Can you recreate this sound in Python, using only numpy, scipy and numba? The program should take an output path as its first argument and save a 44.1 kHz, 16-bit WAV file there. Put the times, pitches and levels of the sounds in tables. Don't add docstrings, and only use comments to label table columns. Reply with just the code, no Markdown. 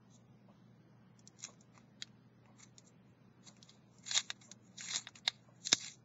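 import sys
import numpy as np
from scipy import signal
from scipy.io import wavfile
from scipy.ndimage import uniform_filter1d
from numba import njit

SR = 44100
rng = np.random.default_rng(int(sys.argv[2]) if len(sys.argv) > 2 else 0)


def natural_amplitude(level_db):
    exponent = np.asarray(level_db, float) / 20
    return 10 ** exponent


def int16_out(signal):
    q = np.round(np.clip(np.atleast_2d(signal).T, -1, 1) * 32767)
    wavfile.write(sys.argv[1], SR, q.astype(np.int16))


N = 266364


@njit
def svf(x, hz, width):
    y, b, l = np.empty(len(x)), 0., 0.
    g, k = np.tan(np.pi * hz / SR), width / hz
    for i in range(len(x)):
        v = (b + g * (x[i] - l)) / (1 + g * (g + k))
        b, l, y[i] = 2 * v - b, l + 2 * g * v, k * v
    return y


def unit(x):
    return x / np.sqrt(np.mean(x ** 2))


def ring(x, modes):
    out = 0
    for k, (hz, width, db) in enumerate(modes):
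        out = out + (-1) ** k * natural_amplitude(db) * svf(x, 1. * hz, 1. * width)
    return out


def walk(rate):
    hold = int(SR / rate)
    return uniform_filter1d(np.repeat(rng.standard_normal(N // hold + 1), hold), hold)[:N]


def burst(noise, rise_s, fall_s, tail_s, tail_db):
    t = np.arange(len(noise)) / SR
    decay = np.exp(-t / fall_s) + natural_amplitude(tail_db) * np.exp(-t / tail_s)
    return noise * (1 - np.exp(-t / rise_s)) * decay


def add(out, s, x):
    i = int(s * SR)
    out[i:i + len(x)] += x[:len(out) - i]


# [t/s, cutting effort level/dB, shell freedom in the grip level/dB]
TWISTS = [
    [(4.042, -75, -4), (4.066, -61, -7), (4.085, -48.5, -7), (4.1, -50, -1.5), (4.114, -39.5, -9.5),
     (4.128, -45.5, -4), (4.174, -33, -6.5), (4.232, -65, -4), (4.275, -72.5, -10.5)],
    [(4.764, -77, 0), (4.78, -57.5, -15), (4.81, -51.5, 3.5), (4.86, -58, -4), (4.895, -54.5, 2.5),
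     (4.92, -44.5, -7), (4.964, -43.5, -5), (4.982, -50, -3), (5.012, -62.5, 0)],
    [(5.602, -84.5, -19.5), (5.652, -60.5, -12.5), (5.672, -44, -14), (5.684, -53.5, -9.5),
     (5.715, -53.5, -14), (5.765, -47.5, -30.5), (5.8, -54, -5), (5.875, -50.5, -1), (5.95, -72.5, -3.5)],
]
# [start level/dB, end level/dB]
TWIST_CUP_DB = [(-13, -5), (-26, -0.5), (-15, -14.5)]
# [t/s, level/dB, time to fade 30 dB/s, shell level/dB, blade level/dB]
SLIDES = [(.142, -70, 0.1, -26, 8), (1.447, -65.5, 0.15, -3.5, 6), (1.777, -72, 0.09, 6.5, 5),
          (2.49, -94, 0.1, 11, 7), (2.605, -74.5, 0.07, 3, 14.5), (2.635, -69.5, .07, -1, 12),
          (2.876, -68.5, 0.05, -22, 10.5), (3.1, -90.5, 0.12, 3.5, 9), (3.475, -61, 0.07, -9, 6.5),
          (3.58, -82, 0.24, 2, 5), (3.69, -62, 0.06, -11, 3.5), (3.75, -80.5, 0.2, -8, 1),
          (4.45, -83, 0.09, -4, 24.5), (3.99, -82, 0.3, -4, 10), (4.67, -84, 0.16, -3.5, 13.5),
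          (5.035, -61.5, 0.04, -3.5, -3), (4.37, -82, .15, 0, 0), (5.42, -90.5, 0.55, 0, 12),
          (4.59, -87.5, -0.1, -1, 4.5)]
# [t/s, level/dB, time to fade 30 dB/s, shell level/dB, blade level/dB]
SHAKES = [(1.39, -76.5, .1, -18, 12), (1.611, -75.5, .05, -10, 9.5), (2.79, -65.5, 0.042, -9, 6),
          (3.626, -67.5, .09, -15, 2), (4.416, -71.5, .07, 3.5, 5.5), (4.516, -52, .025, -12, 5),
          (5.085, -52, .018, -6, 0.5), (5.158, -57.5, .05, 0, 3.5), (5.3, -53.5, .06, -1.5, -6),
          (5.33, -62, .1, -12, -8)]


def pressure(twist_fade_db_per_s=450, edge_db=7.5, edge_per_effort=-.3, rub_cup_db=-4):
    t, gain = np.arange(N) / SR, np.zeros((4, N))
    for rows, cup_db in zip(map(np.array, TWISTS), TWIST_CUP_DB):
        s, effort_db, free_db = rows.T
        outside_s = np.maximum(np.maximum(s[0] - t, t - s[-1]), 0)
        wall_db = np.interp(t, s, effort_db) - twist_fade_db_per_s * outside_s
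        shell_db = wall_db + np.interp(t, s, free_db)
        twist_cup_db = shell_db + np.interp(t, s[[0, -1]], cup_db)
        blade_db = wall_db + edge_db + edge_per_effort * (np.maximum(wall_db, -66) + 55.5)
        gain += natural_amplitude(np.array([twist_cup_db, shell_db, wall_db, blade_db]))
    for rows, rise in ((SLIDES, .8), (SHAKES, .15)):
        for s, db, fade_s, shell_db, blade_db in rows:
            near = slice(max(int((s - 2 * fade_s) * SR), 0), int((s + 2 * fade_s) * SR))
            swell_db = db - 30 * np.maximum((s - t[near]) / rise, t[near] - s) / fade_s
            parts_db = np.array([[shell_db + rub_cup_db], [shell_db], [0], [blade_db]])
            gain[:, near] += natural_amplitude(swell_db + parts_db)
    return gain


# [f/Hz, width/Hz, level/dB]
CUP = [(732, 266, -0.5), (1262, 480, 1)]
# [f/Hz, width/Hz, level/dB]
GRIPPED = [(1610, 330, -3), (2105, 300, 3), (2680, 500, -2)]
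# [f/Hz, width/Hz, level/dB]
WALL = [(3328, 277, 3.5), (3923, 450, 6), (4360, 220, 7), (4817, 590, 3), (5263, 450, -4)]
# [f/Hz, width/Hz, level/dB]
BLADE = [(5683, 720, -8), (6227, 340, -4), (6700, 610, -5), (7435, 396, -3)]


def shaving(slips=2500, scatter_db=4.0, hiss_db=1.5, patchy_db=3.0):
    when = rng.random(N) < slips / SR
    strength = natural_amplitude(scatter_db * np.minimum(rng.exponential(size=N), 2.5))
    torn = when * strength * rng.standard_normal(N)
    force = unit(torn) + natural_amplitude(hiss_db) * rng.standard_normal(N)
    force = force * natural_amplitude(3.8 * walk(90))
    out = 0
    for gain, modes in zip(pressure(), (CUP, GRIPPED, WALL, BLADE)):
        once = ring(force, modes)
        answer = 0
        for k, mode in enumerate(modes):
            answer = answer + (-1) ** k * natural_amplitude(patchy_db * walk(22)) * ring(once, [mode])
        out = out + gain * unit(answer)
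    return out


# [f/Hz, width/Hz, level/dB]
SHELL = [(1593, 350, 0.5), (2073, 400, 1.5), (2722, 500, -3)]
# [t/s, level/dB, shell level/dB, blade level/dB]
TAPS = [(1.192, -65, -12, 15.5), (1.274, -54, -20.5, 13), (1.389, -66.5, -12.5, 12.5),
        (1.403, -58, -22, 11.5), (1.417, -65, -19, 6), (1.428, -50.5, -14, 9), (1.439, -42.5, -8, 11),
        (1.448, -47, 1, 10), (1.537, -73.5, 10.5, 10.5), (1.608, -74, 0, 21), (2.074, -66, 5, 2),
        (2.456, -84.5, 26.5, 15), (2.781, -52.5, -11, 10), (3.566, -72.5, 11, 16),
        (3.627, -46.5, -20, -0.5), (3.693, -49.5, -20.5, -17), (3.984, -72.5, -13, 20.5)]
# [t/s, level/dB, shell level/dB, blade level/dB]
KNOCKS = [(4.112, -31, -5.5, -3.5), (4.164, -25, -13, -1.5), (4.175, -25, -2.5, 6.5),
          (4.302, -31, 1.5, -2.5), (4.958, -32, -8, 6.5), (4.967, -44, -1, 11.5), (5.07, -39, 0.5, -18),
          (5.2745, -49.5, 0.5, -4), (5.277, -20, -5.5, -7.5), (5.719, -29.5, -13.5, 1),
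          (5.728, -14.5, -6.5, 0.5), (5.746, -60.5, -14, 10)]
# [t/s, level/dB, shell level/dB, blade
# level/dB]
DRY_CONTACTS = [(2.022, -32, -7, -3.5), (4.064, -47, -3, 2), (4.191, -45, 4, -0.5), (4.414, -58.5, -3, 0),
                (4.514, -47.5, -6.5, 8.5), (4.783, -46, -12, -1), (4.807, -53.5, 15, 15.5), (4.858, -54.5, 2, 8),
                (4.885, -44.5, -0.5, 7), (4.935, -41.5, 3, -5), (4.946, -33.5, -8.5, -10),
                (5.155, -52.5, 4, 5.5), (5.186, -68, 6, 22), (5.67, -29, -13.5, 2.5), (5.845, -49.5, 4.5, 10.5)]
# [t/s, level/dB, shell level/dB, blade level/dB]
BUMPS = [
    (1.776, -74, 13.5, 18.5),
    (3.468, -72, 6, 4),
    (3.495, -75.5, 8, 2),
    (4.936, -59.5, 9, 16),
    (5.087, -65.5, 7.5, 12.5),
]


def knocks(desk_s=.0042, desk_db=-12):
    out = np.zeros(N)
    wall_ring = [(3754, 130, 14)]
    contacts = ((TAPS, -3), (KNOCKS, -6), (DRY_CONTACTS, -19), (BUMPS, 7.5))
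    for rows, cup_db in contacts:
        wall = WALL + wall_ring * (rows is KNOCKS)
        for (s, db, shell_db, blade_db), noise in zip(rows, rng.standard_normal((30, 4096))):
            hardest_db = db + max(0, shell_db, blade_db)
            fall_s = .0009 * natural_amplitude(.08 * (hardest_db + 38))
            push = burst(noise, .0004, fall_s, .008, -21.5)
            levels_db = (shell_db + cup_db, shell_db, 0, blade_db)
            for modes, rel_db in zip((CUP, SHELL, wall, BLADE), levels_db):
                x = ring(push, modes)
                add(out, s, x / np.abs(x).max() * natural_amplitude(db + rel_db + 4.0))
    return out + natural_amplitude(desk_db) * np.roll(out, int(desk_s * SR))


# [t/s, level/dB]
THUMP = [
    (5.728, -30.5),
    (3.6, -60.5),
    (4.959, -52.5),
]
# [f/Hz, width/Hz, level/dB]
DESK = [(109, 46, -2.5), (189, 110, -1.5), (291, 86, 4), (474, 300, -3.5)]


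def thumps():
    out = np.zeros(N)
    push = np.r_[np.hanning(40), np.zeros(4000)]
    boom = ring(push, DESK)
    for s, db in THUMP:
        add(out, s, natural_amplitude(db) * boom / np.abs(boom).max())
    return out


CLOCK_DB = [-62.5, -58.5, -66, -65.5, -65, -64]
# [f/Hz, width/Hz, level/dB]
CLOCK = [(590, 136, 3.5), (1080, 100, 2)]


def clock(first_s=.478):
    out, noise = np.zeros(N), rng.standard_normal((6, 6000))
    for k, db in enumerate(CLOCK_DB):
        tick = ring(burst(noise[k], 0.0056, 0.022, 0.055, -30.5), CLOCK)
        add(out, first_s + k, natural_amplitude(db) * 10 * tick)
    return out


# [f/Hz, level per Hz/dB]
ROOM = [(25, -57), (40, -39.5), (55, -15), (80, -18.5), (105, -11.5), (150, -4.5), (190, 0), (250, -11.5),
        (550, -18), (1400, -24.5), (3000, -32.5), (5800, -35.5), (8000, -47)]


def room(room_db=-64.5, hum_hz=120.1, hum_db=-69):
    hz_db, out = np.array(ROOM), 0
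    for hz in 30 * 2 ** np.arange(0, 8.1, 1 / 3):
        density_db = np.interp(np.log(hz), np.log(hz_db[:, 0]), hz_db[:, 1])
        db = density_db + 10 * np.log10(hz) + 1.6 * walk(8)
        third = svf(svf(rng.standard_normal(N), hz, hz / 3), hz, hz / 3)
        out = out + natural_amplitude(db) * unit(third)
    phase = 2 * np.pi * hum_hz * np.arange(N) / SR + 0.19 * walk(6.7)
    hum = np.sqrt(2) * np.sin(phase)
    return natural_amplitude(room_db) * unit(out) + natural_amplitude(hum_db + 1.1 * walk(7.9)) * hum


def scene():
    return (shaving() + knocks() + thumps() + clock() + room())[None]


def thin(x, step_db=-64.5, tilt_db=-4.5, follow=.3, mask_db=-11, wobble_db=3.5, dead=.7, recover=.8):
    size, start, bins = 1024, 92, 390
    n, k = np.arange(2 * size) + .5, np.arange(bins) + .5
    window = np.sin(np.pi * n / (2 * size))[:, None]
    basis = window * np.cos(np.pi / size * np.outer(n + size / 2, k)) * np.sqrt(2 / size)
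    starts = np.arange(len(x) // size + 2) * size
    pad = np.r_[np.zeros(size + start), x, np.zeros(3 * size)]
    lines = pad[starts[:, None] + np.arange(2 * size)] @ basis
    loud = np.mean(lines ** 2, axis=1, keepdims=True)
    loud_db = np.maximum(10 * np.log10(loud / np.median(loud) + 1e-9), 0)
    loud_db = np.maximum(loud_db, signal.lfilter([1 - recover], [1, -recover], loud_db, axis=0))
    patches = uniform_filter1d(rng.standard_normal((len(starts), bins // 6)), size=9, axis=0) * 3
    wander_db = (wobble_db + .07 * loud_db) * np.repeat(patches, 6, axis=1)
    step = natural_amplitude(step_db + wander_db + tilt_db * k / bins + follow * loud_db)
    band_rms = np.sqrt(uniform_filter1d(lines ** 2, size=24, axis=1))
    step = np.maximum(step, natural_amplitude(mask_db) * band_rms)
    rounded = np.sign(lines) * np.floor(np.abs(lines) / step + 1 - dead) * step
    out = np.zeros(len(pad))
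    for s, block in zip(starts, rounded @ basis.T):
        out[s:s + 2 * size] += block
    return out[size + start:][:len(x)]


def band(lo_hz, hi_hz):
    sos = signal.cheby2(6, 40, [lo_hz, hi_hz], "bandpass", fs=SR, output="sos")
    return unit(signal.sosfilt(sos, rng.standard_normal(N)))


def top_cut(x):
    return signal.sosfilt(signal.butter(12, 15720, fs=SR, output="sos"), x)


def record(dry):
    cut = signal.cheby2(10, 60, 7837 * 1.121, fs=SR, output="sos")
    x = thin(signal.sosfilt(cut, dry[0]))
    power = uniform_filter1d(x ** 2, size=1024)
    spill = natural_amplitude(-48.5) * (power - natural_amplitude(-119)).clip(0) ** 0.37
    hiss_gain = natural_amplitude(-104) + natural_amplitude(2.5) * spill * np.minimum(natural_amplitude(65) * spill, 1)
    hiss = rng.standard_normal(N) * hiss_gain
    shelf = natural_amplitude(-5.5) * spill * band(7600, 9900)
    whine = band(14300, 16000) * (natural_amplitude(-103) + natural_amplitude(-10.0) * spill)
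    return top_cut((x + hiss + shelf + whine)[None])


dry = scene()
out = record(dry)
int16_out(out)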